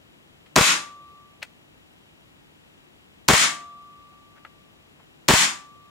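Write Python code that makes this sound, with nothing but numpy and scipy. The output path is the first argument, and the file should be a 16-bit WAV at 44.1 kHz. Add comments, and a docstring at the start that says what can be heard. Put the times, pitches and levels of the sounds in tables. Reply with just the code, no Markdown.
"""A gas blowback airsoft gun is dry-fired three times, close up in a small hard room.
Over faint rumble, hiss and hum, a lever clicks. Then the shot: the hammer falls, the valve cracks open,
gas drives the bolt back, the bolt slams home and a thin spring note rings on.
Selector and trigger scrape and click in the gaps before the second and third shots.
A fast limiter flattens each shot, so the room stands out behind it."""
import sys
import numpy as np
from scipy import signal
from scipy.fft import rfft, irfft
from scipy.io import wavfile

SR = 44100
rng = np.random.default_rng(int(sys.argv[2]) if len(sys.argv) > 2 else 0)


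def generate_wav(signal):
    """Clip the signal to [-1, 1] and save it as 16-bit WAV at the path in sys.argv[1]."""
    frames = np.transpose(np.atleast_2d(signal))
    scaled = np.clip(frames, -1, 1) * 32767
    pcm = np.round(scaled).astype(np.int16)
    wavfile.write(sys.argv[1], SR, pcm)


N = 260173

# The shots: valve opens t/s, gas level/dB, bolt home delay/s, spring level/dB,
# spring's low note level/dB, spring fades faster from t/s
SHOT_CUES = [(0.5622, 1, 0.047, -33, -63.5, 1.233), (3.2858, 3.5, .0479, -30, -43, 4.82),
             (5.2861, 2, .0503, -37.5, -57.5, 7.0)]


def amp(db):
    """Decibels to gain."""
    return 10 ** (np.asarray(db) / 20)


def unit(x):
    """Scales to rms 1."""
    return x / np.sqrt(np.mean(x ** 2) + 1e-20)


def read(points, hz):
    """Reads a curve on a log-frequency axis."""
    f, value = np.transpose(points)
    return np.interp(np.log(hz + 1), np.log(f + 1), value)


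def add(mix, s, sound):
    """Mixes a stereo sound in at time s."""
    part = mix[:, round(s * SR):][:, :sound.shape[-1]]
    part += sound[..., :part.shape[-1]]


def pan(left_db):
    """Channel gains that put the left left_db above the right."""
    return amp(np.array([[left_db], [-left_db]]) / 2)


def noise(spectrum, likeness, size, peaks=()):
    """Stereo noise of rms 1 with a given colour, left-right likeness and resonant peaks."""
    left, other = rfft(rng.standard_normal((2, size)))
    likeness = np.clip(likeness, -1, 1)
    right = likeness * left + np.sqrt(1 - likeness ** 2) * other
    hz = np.fft.rfftfreq(size, 1 / SR)
    peaks_db = sum(lift / (1 + (2 * (hz - centre) / width) ** 2) for centre, width, lift in peaks)
    return unit(irfft(np.array([left, right]) * amp(read(spectrum, hz) + peaks_db), size))


def fade(t, t60):
    """Falls 60 dB in t60 seconds."""
    return np.exp(-np.log(1000) * t / t60)


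def ring(modes, t, spread):
    """Dying modes of alternating sign, spread radians apart between left and right."""
    out = np.zeros((2, len(t)))
    for k, (hz, db, t60) in enumerate(modes):
        phase = spread * rng.choice([-1, 1]) * np.array([[1], [-1]]) / 2
        out -= (-1) ** k * amp(db) * fade(t, t60) * np.sin(2 * np.pi * hz * t + phase)
    return out


def background(hiss_db=-60):
    """A bed of room rumble and microphone hiss, with faint wavering mains hum and electronic whine."""
    colour = [(12, -67), (20, -19), (38, -5.5), (98, -2), (123, -9), (150, -4), (222, -7.5), (337, -6.5),
              (377, -8.5), (1190, -15.5), (1370, -16.5), (3840, -23.5), (6360, -27.5), (7310, -28.5),
              (16000, -33)]  # rumble and hiss: f/Hz, level/dB
    stereo_likeness = [(60, 0.6), (130, -0.2), (290, -0.56), (640, -0.23), (1410, -0.43), (3100, -1),
                       (6820, 0.1), (15000, -0.0057)]  # how alike the channels are: f/Hz, correlation
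    lean = [(60, 7.5), (110, 1), (200, 4.5), (380, 2), (700, 4.5), (1290, 2.5), (2380, 3), (4400, 2.5),
            (8120, 0.5), (15000, 1.0)]  # the bed leans left: f/Hz, left minus right/dB
    hum_and_whine = [(100, -76), (150, -68), (200, -72), (250, -73), (300, -75), (350, -76), (1900, -82),
                     (3850, -84.5), (3900, -84.5), (5800, -89.5), (5852, -84.5), (7100, -84), (7150, -81),
                     (7800, -87.5), (14250, -94)]  # electrical tones: f/Hz, level/dB
    hz, t = np.fft.rfftfreq(N, 1 / SR), np.arange(N) / SR
    likeness = np.clip(read(stereo_likeness, hz), -.9, .98)
    sides = amp(np.array([[1], [-1]]) * read(lean, hz) / 2) / np.sqrt(1 + likeness)
    hiss = irfft(rfft(noise(colour, likeness, N)) * sides, N)
    out = amp(hiss_db) * hiss / hiss.mean(0).std()
    for tone_hz, db in hum_and_whine:
        drift = np.cumsum(rng.standard_normal(N)) * .04
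        out += amp(db) * np.sqrt(2) * np.sin(2 * np.pi * tone_hz * t + drift)
    return out


def scrape(hz, size, likeness=0.82):
    """The grit of two small parts rubbing, centred on their pitch."""
    colour = [(hz / 8, -28), (hz / 3, -9), (hz, 0), (hz * 1.8, -6), (hz * 2.5, -16),
              (hz * 3.4, -29), (hz * 8, -42)]  # f/Hz, level/dB
    return noise(colour, likeness, size)


def contact(hz, grit_t60, tick_db, grit_db=-13, frame_db=-19, knock_t60=0.0065, likeness=0.82):
    """A lever lands: a short pitched knock, grit with a bright tick, and the plastic frame's ring."""
    tick_colour = [(200, -6), (900, -2), (2500, -3), (5000, -0.5), (8500, 0.5), (11000, -12), (15000, -10)]  # a light contact: f/Hz, level/dB
    frame_modes = [(890, -6.5, 0.045), (1430, -2, 0.035), (2000, 4, 0.0467), (2540, -1, 0.049),
                   (2898, -4.5, 0.07), (4250, -5.5, .028), (4500, 1.5, .03), (6850, -15, .04),
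                   (8480, -1.5, 0.065)]  # the plastic frame: f/Hz, level/dB, t60/s
    t = np.arange(SR // 8) / SR
    grit = scrape(hz, len(t)) + amp(tick_db) * noise(tick_colour, likeness, len(t))
    knock = np.sin(2 * np.pi * hz * t) * fade(t, knock_t60)
    # soft contacts miss the high modes
    woken = [(f, db - 10 * np.log10(1 + (f / hz) ** 4), t60) for f, db, t60 in frame_modes]
    frame = ring(woken, t, spread=0.83)
    attack = 1 - np.exp(-(t * hz) ** 2)  # builds over one cycle
    return attack * (knock + amp(grit_db) * grit * fade(t, grit_t60) + amp(frame_db) * frame)


def lever_clicks(bounce_s=.0072, chatter_db=(0, -16, -18, -20)):
    """Selector, trigger and sear snap over and settle in a few ever weaker bounces."""
    snaps = [(0.4615, -41.5, 1910, 0.086, -16), (1.4273, -17.5, 2490, 0.031, -13),
             (1.4275, -21.5, 1470, 0.036, -20), (1.4288, -24.5, 1900, 0.028, 3.5),
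             (4.4498, -20.5, 1390, 0.024, -31), (4.9986, -38.5, 1050, 0.063, -20)]  # lever snaps: t/s, level/dB, f/Hz, grit t60/s, tick against scrape/dB
    out = np.zeros((2, N))
    for s, db, hz, grit_t60, tick_db in snaps:
        for k, drop_db in enumerate(chatter_db):
            add(out, s + k * bounce_s, amp(db + drop_db) * contact(hz, grit_t60, tick_db))
    return out


def room_tail(build_s=0.005, likeness=0.2):
    """Dense reflections off hard walls build in a few milliseconds; each band dies at its own speed."""
    decay = [(100, 0.35), (300, 0.4652), (1000, 0.3711), (2500, 0.3149), (7000, 0.3093), (11000, 0.2768),
             (16000, 0.2662)]  # the room's decay: f/Hz, t60/s
    send_colour = [(60, -35.5), (95, -31), (150, -17), (260, -15.5), (305, -12), (400, -24), (560, -18.5),
                   (800, -9.5), (1500, -0.5), (4000, 5), (7000, 6.5), (11000, 6.5), (16000, -7.5)]  # how strongly each band reaches the room: f/Hz, level/dB
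    size = SR * 3 // 4
    white = noise([(20, 0), (SR / 2, 0)], likeness, size)
    hz, t, bands = signal.stft(white, SR, nperseg=256)
    dying = bands * fade(t, read(decay, hz)[:, None])
    echo = signal.istft(dying, SR, nperseg=256)[1][:, :size]
    send = amp(read(send_colour, np.fft.rfftfreq(2 * size, 1 / SR)))
    echo = irfft(rfft(echo, 2 * size) * send)[:, :size] / np.linalg.norm(echo[0])
    build_up = 1 - np.exp(-(np.arange(size) / SR / build_s) ** 2)
    return echo * build_up


def room(x, tails=3, turn_hz=25):
    """Several room tails take turns, so the echo dies away as a smooth, even wash."""
    turn = 2 * np.pi * turn_hz * np.arange(N) / SR
    shares = [np.sqrt(2 / tails) * np.cos(turn + np.pi * k / tails) for k in range(tails)]
    echo = sum(signal.oaconvolve(x * share, room_tail(), axes=1)[:, :N] for share in shares)
    return echo * pan(left_db=2.5)


def hammer(lead_s=0.0052, rise_s=0.0014, level_db=-13, t60=0.046, likeness=0.25):
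    """The sear lets go and the hammer scrapes through its swing just before the valve opens."""
    # scraping steel: f/Hz, level/dB
    steel = [(100, -12), (800, 2), (3000, -0.5), (7500, -1.0), (10000, -12.5), (16000, -20.5)]
    out, t = np.zeros((2, N)), np.arange(SR // 25) / SR
    swing = (1 - np.exp(-(t / rise_s) ** 2)) * fade(t, t60)
    for s, *_ in SHOT_CUES:
        add(out, s - lead_s, amp(level_db) * swing * noise(steel, likeness, len(t)))
    return out


def blowback(cycles=2.5, snap_hz=650, rattle_t60=0.079, modes_db=-9, likeness=0.72):
    """Each blow of the action thumps the shell, rattles the loose parts and rings the receiver."""
    # Valve struck, valve open, bolt unlocks, cocks the hammer, hits the rear stop, rebounds,
    # spring guide knocks: delay/s, clack level/dB, thump level/dB, thump f/Hz
    stroke = [(0, -0.5, 6, 4400), (.0003, -5, 5.5, 6750), (.0025, 5, 19, 1038), (.0082, 5, 15.5, 238),
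              (0.0164, 5.5, 22, 438), (.0207, 9.5, 20, 215), (.0252, 9, 17, 1349)]
    slam = (8.1, 16, 162)  # the spring throws the bolt home: clack level/dB, thump level/dB, thump f/Hz
    rattle_colour = [(30, -17.5), (100, -4), (400, -1.5), (1000, 3), (2200, 0.5), (4000, -5), (8000, -9),
                     (11000, -18.5), (16000, -21.5)]  # loose parts: f/Hz, level/dB
    receiver_modes = [(149, -6, 0.02), (246, -5, 0.041), (395, -6, 0.076), (481.3, 2, 0.054),
                      (611.5, 2.5, 0.069), (810, -1.5, 0.08), (954.4, -4.5, 0.074), (1118, 0, 0.084),
                      (1286, -3, .05), (1565, -3, 0.05), (1867, -6.5, 0.04), (2282, -8, 0.11),
                      (2526, -5.5, 0.02), (2610, -6, 0.072)]  # the receiver's ring: f/Hz, level/dB, t60/s
    out, t = np.zeros((2, N)), np.arange(SR // 5) / SR
    for s, _, home_s, *_ in SHOT_CUES:
        for delay_s, clack_db, thump_db, hz in stroke + [(home_s, *slam)]:
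            thump_t60 = cycles / min(hz, snap_hz)  # high metal snaps last more cycles
            thump = -np.sin(2 * np.pi * hz * t) * fade(t, thump_t60)
            rattle = noise(rattle_colour, likeness, len(t)) * fade(t, rattle_t60)
            clack = rattle + amp(modes_db) * ring(receiver_modes, t, spread=1.0)
            add(out, s + delay_s, amp(thump_db) * thump + amp(clack_db) * clack)
    return out


def gas_jet(open_s=0.0042, vent_s=0.07, sag_db=3, close_t60=0.11, likeness=0.26):
    """The jet bursts out, sags as the pressure drops and dies when the valve shuts."""
    jet_colour = [(60, -30.5), (200, -23.5), (450, -23), (700, 2), (1100, 5), (2400, 2.5), (5000, -3),
                  (7000, -4), (9000, -7), (11500, -15), (16000, -20)]  # venting gas: f/Hz, level/dB
    cavities = [(1070, 120, 6.5), (1800, 44, 2.5), (2460, 910, 4), (3747, 83, 3), (5430, 120, 4.5),
                (6660, 170, 11), (7020, 200, 6), (7700, 300, 3.5), (8900, 150, 4)]  # hollows the gas blows through: f/Hz, width/Hz, lift/dB
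    out, t = np.zeros((2, N)), np.arange(SR // 5) / SR
    opening = 1 - np.exp(-t / open_s)
    closing = fade(np.maximum(t - vent_s, 0), close_t60)
    flow = opening * amp(-sag_db * t / vent_s) * closing
    for s, db, *_ in SHOT_CUES:
        add(out, s, amp(db) * flow * noise(jet_colour, likeness, len(t), peaks=cavities))
    return out


def spring(fade_out_t60=1.0):
    """A thin steel note outlasts each shot, then fades faster after a set time."""
    steel_modes = [(546, -23, 1.4), (1166.6, 0, 2.3), (1329, -22, 1.6), (1630, -16, .6), (1975, -17, .6),
                   (2331, -16, .45), (3474, -14, 1.0), (3901, -28, 1.7), (8730, -20, .6), (12120, -19, .65)]  # the steel spring: f/Hz, level/dB, t60/s
    sideways_mode = [(694, 4, 1.2)]  # its low note, weak in some shots: f/Hz, level/dB, t60/s
    out, t = np.zeros((2, N)), np.arange(2 * SR) / SR
    for s, _, _, db, low_db, fade_out_s in SHOT_CUES:
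        note = amp(db) * ring(steel_modes, t, spread=0.55)
        low_note = amp(low_db) * ring(sideways_mode, t, spread=.8)
        fade_out = fade(np.maximum(s + t - fade_out_s, 0), fade_out_t60)
        add(out, s, (note + low_note) * fade_out)
    return out * pan(left_db=1.5)


def lever_slides():
    """A lever rubs along the frame before it catches: a scrape that swells and fades."""
    rubs = [(1.417, 0.014, -40.5, 2000), (4.349, .055, -57, 1300), (4.4465, 0.0059, -47, 1150)]  # lever travel: t/s, length/s, level/dB, f/Hz
    out = np.zeros((2, N))
    for s, length_s, db, hz in rubs:
        size = round(length_s * SR)
        swell = np.sin(np.pi * np.arange(size) / size)
        add(out, s, amp(db) * swell * scrape(hz, size))
    return out


def scene():
    """The gun close by and a little left, its echo in the room, and the background."""
    shots = hammer() + blowback() + gas_jet()
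    levers = (lever_clicks() + lever_slides()) * pan(left_db=4.0)
    echo = room(amp(-8.0) * shots + amp(-25.5) * levers)
    return shots * pan(left_db=3.0) + levers + spring() + echo + background()


def record(dry, threshold_db=-15.0, squeeze=0.92, release_db_per_s=270, attack_s=.0008,
           rumble_hz=45, sidechain_hz=700, ceiling=.72, top_hz=15900):
    """Rumble filter, a fast limiter most sensitive to treble, soft overload and a steep high cut."""
    dry = signal.sosfilt(signal.butter(2, rumble_hz, "high", fs=SR, output="sos"), dry)
    sidechain = signal.sosfilt(signal.butter(1, sidechain_hz, "high", fs=SR, output="sos"), dry)
    power = signal.lfilter(np.ones(110) / 110, 1, (sidechain ** 2).mean(0))  # 2.5 ms average
    release = np.arange(N) * release_db_per_s / SR  # the gain comes back at a steady rate
    held_db = np.maximum.accumulate(10 * np.log10(power + 1e-12) + release) - release
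    over_db = np.maximum(held_db - threshold_db, 0)
    lag = np.exp(-1 / (attack_s * SR))  # the first crack slips through and overloads
    limited = dry * amp(-squeeze * signal.lfilter([1 - lag], [1, -lag], over_db))
    saturated = ceiling * np.tanh(limited / ceiling)
    high_cut = signal.firwin(511, top_hz, window=("kaiser", 9), fs=SR)
    return signal.oaconvolve(saturated, high_cut[None], "same")


dry = scene()
out = record(dry)
generate_wav(out)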